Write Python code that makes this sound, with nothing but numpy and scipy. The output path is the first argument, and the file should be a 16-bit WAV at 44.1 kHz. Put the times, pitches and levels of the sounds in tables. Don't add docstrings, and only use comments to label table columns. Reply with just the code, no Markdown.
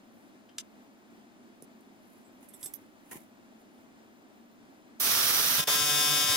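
import sys
import numpy as np
from scipy import signal
from scipy.io import wavfile
from scipy.ndimage import uniform_filter1d

SR = 44100
rng = np.random.default_rng(int(sys.argv[2]) if len(sys.argv) > 2 else 0)


def put_to_file(sound):
    columns = np.atleast_2d(sound).T
    safe = np.clip(columns, -1, 1)
    whole_steps = np.round(safe * 32767)
    wavfile.write(sys.argv[1], SR, whole_steps.astype(np.int16))


N = 280476
TIME = np.arange(N) / SR

ARC_HZ, EDGE_HZ = 147.39, 15850
SPARK_ON_S = 5.0015
CATCH_S, CATCH_RISE_S = 5.586, 0.0042
SETTLE_S, SETTLE_RISE_S = 5.742, 0.0031


def gain_of(db):
    return 10 ** (np.asarray(db) / 20)


def evened(x):
    return x / np.sqrt(np.mean(x ** 2) + 1e-20)


def stereo_gain(table, hz):
    table_hz, *sides_db = np.transpose(table)
    return gain_of([np.interp(np.log(hz + 1), np.log(table_hz), side_db) for side_db in sides_db])


def level(table):
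    s, db = np.transpose(table)[:2]
    return gain_of(np.interp(TIME, s, db, left=-120))


def add(mix, s, sound):
    part = mix[..., round(s * SR):][..., :sound.shape[-1]]
    part += sound[..., :part.shape[-1]]


def wander(rate_hz):
    knots = np.convolve(rng.standard_normal(4096), np.hanning(7), "same")
    return np.interp(TIME * rate_hz * 6, np.arange(len(knots)), evened(knots))


def coloured(x, gain_at, size=4096):
    log_gain = np.log(gain_at(abs(np.fft.fftfreq(size, 1 / SR))) + 1e-6)
    taps = np.fft.ifft(np.exp(np.conj(signal.hilbert(log_gain)))).real
    taps = np.atleast_2d(taps)[:, :size // 2]
    return signal.oaconvolve(np.atleast_2d(x), taps, axes=1)[:, :x.shape[-1]]


def noise(table, likeness, lag_samples):
    shared, *own = rng.standard_normal((3, N))
    shared_pair = np.array([np.roll(shared, lag_samples), shared])
    pair = np.sqrt(likeness) * shared_pair + np.sqrt(1 - likeness) * np.array(own)
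    return coloured(pair, lambda hz: stereo_gain(table, hz))


def bump(hz, centre_hz, q):
    return 1 / np.hypot(1, q * ((hz + 1) / centre_hz - centre_hz / (hz + 1)))


def burst(contact_s, size=4096):
    u = np.arange(size) / SR / contact_s
    return 2 * rng.standard_normal(size) * u * np.exp(-u ** 2)


def held(start_s, end_s, rise_s, fade_s):
    return np.exp(np.minimum(TIME - start_s, 0) / rise_s - np.maximum(TIME - end_s, 0) / fade_s)


def switched(start_s, rise_s):
    return np.exp(np.minimum(TIME - start_s, 0) / rise_s)


def falter_db():
    # (start [s], end [s], further drop [dB])
    falters = [(5.612, 5.671, -7), (5.644, 5.671, -14)]
    edge_s = 0.0019
    return sum(db * held(start_s, end_s, edge_s, edge_s) for start_s, end_s, db in falters)


def arc_strength():
    young_db, settled_db, wander_db = -2.5, -0.5, 0.72
    db = young_db + (settled_db - young_db) * switched(SETTLE_S, SETTLE_RISE_S) + wander_db * wander(11)
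    return switched(CATCH_S, CATCH_RISE_S) * gain_of(db + falter_db())


def arc_harmonics(orders, weak_strike=0.83, direct=4):
    # (multiple, left [dB], right [dB])
    strong = [(1, -63, -54), (5, -47, -52), (7, -39, -52), (8, -51, -49), (9, -58, -38), (10, -48, -53),
              (11, -39, -49), (13, -46, -56), (15, -48, -45), (17, -42, -44), (18, -47, -51),
              (19, -42, -49), (20, -43, -55), (21, -37, -57), (22, -38, -42), (23, -40, -48),
              (24, -33, -39), (25, -42, -52), (26, -37, -54), (30, -47, -46), (32, -45, -49),
              (33, -37, -47), (34, -38, -52), (36, -44, -61), (37, -32.5, -44), (39, -43, -40),
              (43, -44, -44), (45, -35, -56), (58, -54, -40), (74, -61, -38)]
    # (frequency [Hz], left [dB], right [dB])
    weak = [(300, -58, -49), (440, -59, -47), (600, -50, -53), (900, -52, -53), (2000, -52, -54),
            (3000, -53, -56), (4200, -51, -57), (5200, -52, -51), (6200, -49, -55), (7200, -48, -51),
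            (8500, -52, -47), (10000, -58, -45), (12000, -60, -46), (14000, -57, -49), (15700, -56, -51)]
    direct_edge_hz = 3030
    port_skew = 0.58
    hz = orders * ARC_HZ
    strikes = 1 + weak_strike * np.exp(-2j * np.pi * orders * .53)
    delays_s, signs = rng.gamma(2, .0007, (2, 40, 1)), rng.choice([-1, 1], (2, 40, 1))
    echoes = (signs * np.exp(-2j * np.pi * hz * delays_s)).sum(1)
    paths = direct / (1 + (hz / direct_edge_hz) ** 4) + echoes + .6 * echoes.mean(0)
    gains = stereo_gain(weak, hz) * evened(abs(paths) ** .5)
    phases = np.angle(strikes * paths)
    for multiple, *sides_db in strong:
        k = np.argmin(abs(orders - multiple))
        gains[:, k] = gain_of(sides_db)
        phases[1, k] = phases[0, k] + port_skew * np.angle(paths[1, k] / paths[0, k])
    return gains * np.exp(1j * phases)


def buzz(strength, drift_rad=0.082):
    waver_db, jitter_s = 1.3, 1.2e-6
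    flutter = 0.22
    surge_db, surge_fade_s = 1.5, 0.079
    low_hold = 0.27
    orders = np.arange(1, int(EDGE_HZ / ARC_HZ) + 1)
    lit = TIME > CATCH_S - 10 * CATCH_RISE_S
    t = (TIME + jitter_s * wander(90))[lit]
    surge = held(SETTLE_S, SETTLE_S, SETTLE_RISE_S, surge_fade_s)
    low_db = (surge_db * surge - low_hold * falter_db())[lit]

    slow = rng.standard_normal((len(orders), 2, 100))
    slow = evened(uniform_filter1d(uniform_filter1d(slow, size=12), size=12))
    quick = evened(uniform_filter1d(rng.standard_normal(slow.shape), size=2))
    drift = drift_rad * np.sqrt(orders * ARC_HZ / 1000)[:, None]
    unrest = gain_of(waver_db * slow[:, 0]) * np.exp(1j * drift * slow[:, 1])
    unrest = unrest + flutter * (quick[:, 0] + 1j * quick[:, 1])

    grid, out = np.linspace(t[0], t[-1], slow.shape[-1]), np.zeros((2, N))
    for hz, line, waver in zip(orders * ARC_HZ, arc_harmonics(orders).T, unrest):
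        low_gain = gain_of(low_db / (1 + (hz / 2100) ** 4))
        tone = low_gain * np.interp(t, grid, waver) * np.exp(2j * np.pi * hz * t)
        out[:, -len(t):] += np.sqrt(2) * (line[:, None] * tone).real
    return out * strength


def hum():
    # (time [s], level [dB])
    swell = [(5.8, -52), (5.814, -44), (5.9, -53), (5.922, -44), (5.998, -45.5), (6.03, -62), (6.12, -39.5),
             (6.212, -59), (6.35, -52)]
    # (left [dB], right [dB])
    ports_db = [-13, 4.5]
    tone = np.sqrt(2) * np.sin(2 * np.pi * ARC_HZ * TIME)
    return gain_of(ports_db)[:, None] * tone * level(swell)


def fizz(strength, depth=0.37):
    # (frequency [Hz], left [dB], right [dB])
    colour = [(30, -58, -49), (90, -45, -36), (250, -35, -31), (700, -33, -35), (1400, -33, -35),
              (2100, -34, -36), (3400, -28.5, -34), (4300, -32, -36), (5500, -28, -33), (7500, -33, -34),
              (9000, -36, -30), (11000, -40, -29), (13500, -37, -29.5), (15500, -31.5, -28.5)]
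    # (time [s], level [dB])
    spits = [(5.587, -28), (5.601, -28), (5.701, -26), (5.759, -29), (6.095, -32), (6.3, -33)]
    fizz_db, flicker_db = 0.4, 1.1
    throb = evened(1 + depth * np.cos(4 * np.pi * ARC_HZ * TIME))
    flicker = gain_of(fizz_db + flicker_db * wander(25))
    out = noise(colour, likeness=0.48, lag_samples=-2) * throb * strength * flicker
    for s, db in spits:
        add(out, s, gain_of(db) * np.array([burst(0.00099), burst(0.00087)]))
    return out


def pops():
    # (time [s], right level [dB], pitch [Hz], left relative to right [dB])
    pushes = [(5.587, -36, 110, -24), (5.601, -27, 151, -23), (5.681, -27.5, 670, 5.5),
              (5.688, -27, 1080, 10), (5.7, -30.5, 656, 8), (5.822, -33, 128, -14),
              (6.246, -35.5, 165, -20), (6.303, -30.5, 110, -24)]
    out = np.zeros((2, N))
    for s, db, hz, left_db in pushes:
        cycles = (TIME - s) * hz
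        push = np.cos(2 * np.pi * cycles) * np.exp(-(cycles / 0.71) ** 2)
        out -= gain_of([[db + left_db], [db]]) * push
    return out


def spark_strength():
    off_s, rise_s, fade_s = 5.762, 0.0016, 0.0089
    start_db, sag_db_per_s, yield_db = 0.17, -2, -3.5
    db = start_db + sag_db_per_s * (TIME - SPARK_ON_S) + yield_db * switched(CATCH_S, CATCH_RISE_S)
    return held(SPARK_ON_S, off_s, rise_s, fade_s) * gain_of(db + falter_db())


def sparks():
    # (frequency [Hz], left [dB], right [dB])
    colour = [(30, -53, -45), (132, -32, -26), (450, -34, -26.5), (900, -30, -26.5), (1380, -32, -22),
              (2280, -31, -22.5), (3460, -25.5, -19), (4700, -24.5, -19.5), (5950, -21, -25.5),
              (7200, -26, -32.5), (9000, -27.5, -25), (11300, -28.5, -20), (12900, -31.5, -20),
              (15100, -24, -25)]
    # (frequency [Hz], Q, added gain [dB])
    cup = [(1290, 2.5, -3), (5340, 24, -1.5), (5970, 18, -2), (12840, 27, 2), (14650, 39, -9)]
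    warmup_s, thin_db = 0.072, -7
    hiss = noise(colour, likeness=0.35, lag_samples=-5) * spark_strength() * gain_of(.5 * wander(60))
    hiss = coloured(hiss, lambda hz: 1 + sum(gain_of(db) * bump(hz, centre_hz, q) ** 2
                                             for centre_hz, q, db in cup))
    body = signal.sosfiltfilt(signal.butter(3, 7000, fs=SR, output="sos"), hiss)
    growth = gain_of(np.interp(TIME - SPARK_ON_S, [0, warmup_s], [thin_db, 0]))
    return hiss + (growth - 1) * body


def clicks():
    # (time [s], ring [dB], ring [Hz], crack [dB], crack centre [Hz], thump [dB], contact [s])
    contacts = [(0.488, -28.5, 3140, -55, 2300, -70, 0.0085), (0.582, -9.5, 7520, -20.5, 4100, -54, 0.0039),
                (1.6223, -20.5, 9550, -42.5, 11000, -30, 0.0026), (1.805, -47, 9500, -58, 11000, -70, .005),
                (2.629, -15, 11300, -26.5, 6530, -43, 0.0018),
                (2.657, -20, 13600, -33.5, 7000, -41, 0.0058),
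                (2.7364, -16.5, 11900, -28.5, 11900, -49, 0.0037),
                (3.112, -20, 1855, -42, 1700, -47, 0.0045), (3.122, -29, 1040, -43, 2220, -44, 0.0054),
                (3.153, -35, 1770, -61, 800, -37, 0.0034), (3.859, -49, 1130, -53, 1210, -44, 0.0036)]
    mix = np.zeros((1, N))
    for s, ring_db, ring_hz, crack_db, crack_hz, thump_db, contact_s in contacts:
        def body(hz):
            ring = gain_of(ring_db) * bump(hz, ring_hz, 46)
            crack = gain_of(crack_db) * bump(hz, crack_hz, 0.76) ** 2
            thump = gain_of(thump_db) * bump(hz, 275, 1.2) ** 2
            return ring + crack + thump
        add(mix, s, coloured(burst(contact_s), body))
    return mix


def rod_clinks():
    # (time [s], level [dB], most excited [Hz], Q of excitation, sliding [s])
    slides = [(2.245, -50.5, 7660, 18, 0.036), (2.487, -45, 11100, 2.5, 0.0047),
              (2.536, -42.5, 9000, 0.92, 0.012), (2.603, -43.5, 10000, 1.4, 0.043),
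              (2.628, -31.5, 8000, 2.3, .015), (2.638, -27.5, 10000, 6.3, 0.0087),
              (2.657, -27, 8200, 8.5, .003), (2.66, -42, 4500, .8, 0.0069)]
    # (frequency [Hz], level [dB], t60 [s])
    modes = [(3530, -6, .12), (5470, -15, .07), (7670, -4, .07), (7990, -6, .1), (8360, 0, .15),
             (9870, -3, .05), (10300, -2, .05), (11200, -3, .06), (11600, -3, .05), (13860, -6, .1)]
    mix, t = np.zeros((1, N)), np.arange(SR // 5) / SR
    for s, db, excited_hz, q, slide_s in slides:
        for hz, mode_db, t60_s in modes:
            slips = rng.standard_normal(len(t)) * (t <= slide_s)
            free = gain_of(-60 * t / t60_s) * np.sin(2 * np.pi * hz * t)
            ring = evened(signal.fftconvolve(slips, free)[:len(t)]) * np.std(free)
            add(mix, s, gain_of(db + mode_db) * bump(hz, excited_hz, q) * ring)
    return mix


def short_tail(x, near_db, near_s, far_db, far_t60_s):
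    t = np.arange(SR // 3) / SR
    near, far = rng.standard_normal((2, 2, len(t))) * (t > .002)
    near = near / (1 + (t / near_s) ** 12) * np.exp(-t / near_s)
    far = far * gain_of(-60 * t / far_t60_s)
    echoes = gain_of(near_db) * near / np.linalg.norm(near[0]) + gain_of(far_db) * far / np.linalg.norm(far[0])
    return x + signal.oaconvolve(x, echoes, axes=1)[:, :N]


def handling():
    # (frequency [Hz], left [dB], right [dB])
    port_colour = [(99, 20.5, 19.5), (4360, -5, -8.5), (5940, 0.5, -3), (7700, -12.5, -6.5),
                   (9700, -11, -3.5), (12100, -17, 1), (16100, -3, -10)]
    highpass = signal.butter(3, 150, "high", fs=SR, output="sos")
    mix = signal.sosfilt(highpass, clicks() + rod_clinks())
    ports = coloured(mix, lambda hz: stereo_gain(port_colour, hz))
    return short_tail(ports, near_db=-3.5, near_s=0.03, far_db=-33, far_t60_s=0.16)


def rubbing():
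    # (frequency [Hz], left [dB], right [dB])
    colour = [(80, -45, -47), (297, -34, -42), (650, -42, -38), (980, -35, -37), (1390, -58, -52),
              (2020, -34.5, -41.5), (2930, -46.5, -45), (4900, -51.9, -61), (6900, -43, -43.5),
              (8460, -52, -43.5), (10200, -48, -36), (12300, -55, -38.5), (15500, -49, -45)]
    # (start [s], hold [s], level [dB], rise and fade [s])
    rubs = [(.15, .12, -30, .03), (2.078, .12, -25.5, .08), (2.431, .008, -14, .012), (2.6, 0.1, -15, .08),
            (3.109, 0.092, -16, .045), (3.114, .018, -1, 0.0022), (3.138, 0.035, -6.5, .003),
            (3.605, .01, -25, .015), (3.74, .08, -31, .03)]
    strokes = sum(gain_of(db) * held(s, s + hold_s, edge_s, edge_s) for s, hold_s, db, edge_s in rubs)
    grain = gain_of(2.0 * wander(100))
    return noise(colour, likeness=0.19, lag_samples=8) * strokes * grain


def shop():
    # (frequency [Hz], left [dB], right [dB])
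    colour = [(25, -58, -62), (60, -67, -60), (110, -51, -48.5), (149, -54.5, -53.5), (225, -34, -33),
              (361, -41.5, -42), (480, -50, -50.5), (650, -43, -49.5), (1084, -52.5, -53),
              (1870, -55.5, -57), (4200, -63, -66), (6700, -66, -69), (10300, -87, -67),
              (14900, -74.5, -77)]
    whine_hz, whine_db, swell_db = 15294, [-90.5, -78], .6
    murmur = noise(colour, likeness=0.5, lag_samples=10) * gain_of(swell_db * wander(6))
    phase = 2 * np.pi * np.cumsum(whine_hz + 12 * wander(30)) / SR
    whine = np.sqrt(2) * np.sin(phase) * gain_of(1.4 * wander(12))
    return murmur + gain_of(whine_db)[:, None] * whine


def scene():
    strength = arc_strength()
    arc = buzz(strength) + hum() + fizz(strength) + pops() + sparks()
    return arc + handling() + rubbing() + shop()


def record(dry):
    lowpass = signal.firwin(511, EDGE_HZ, window=("kaiser", 9), fs=SR)
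    return signal.oaconvolve(dry, lowpass[None], "same")


dry = scene()
out = record(dry)
put_to_file(out)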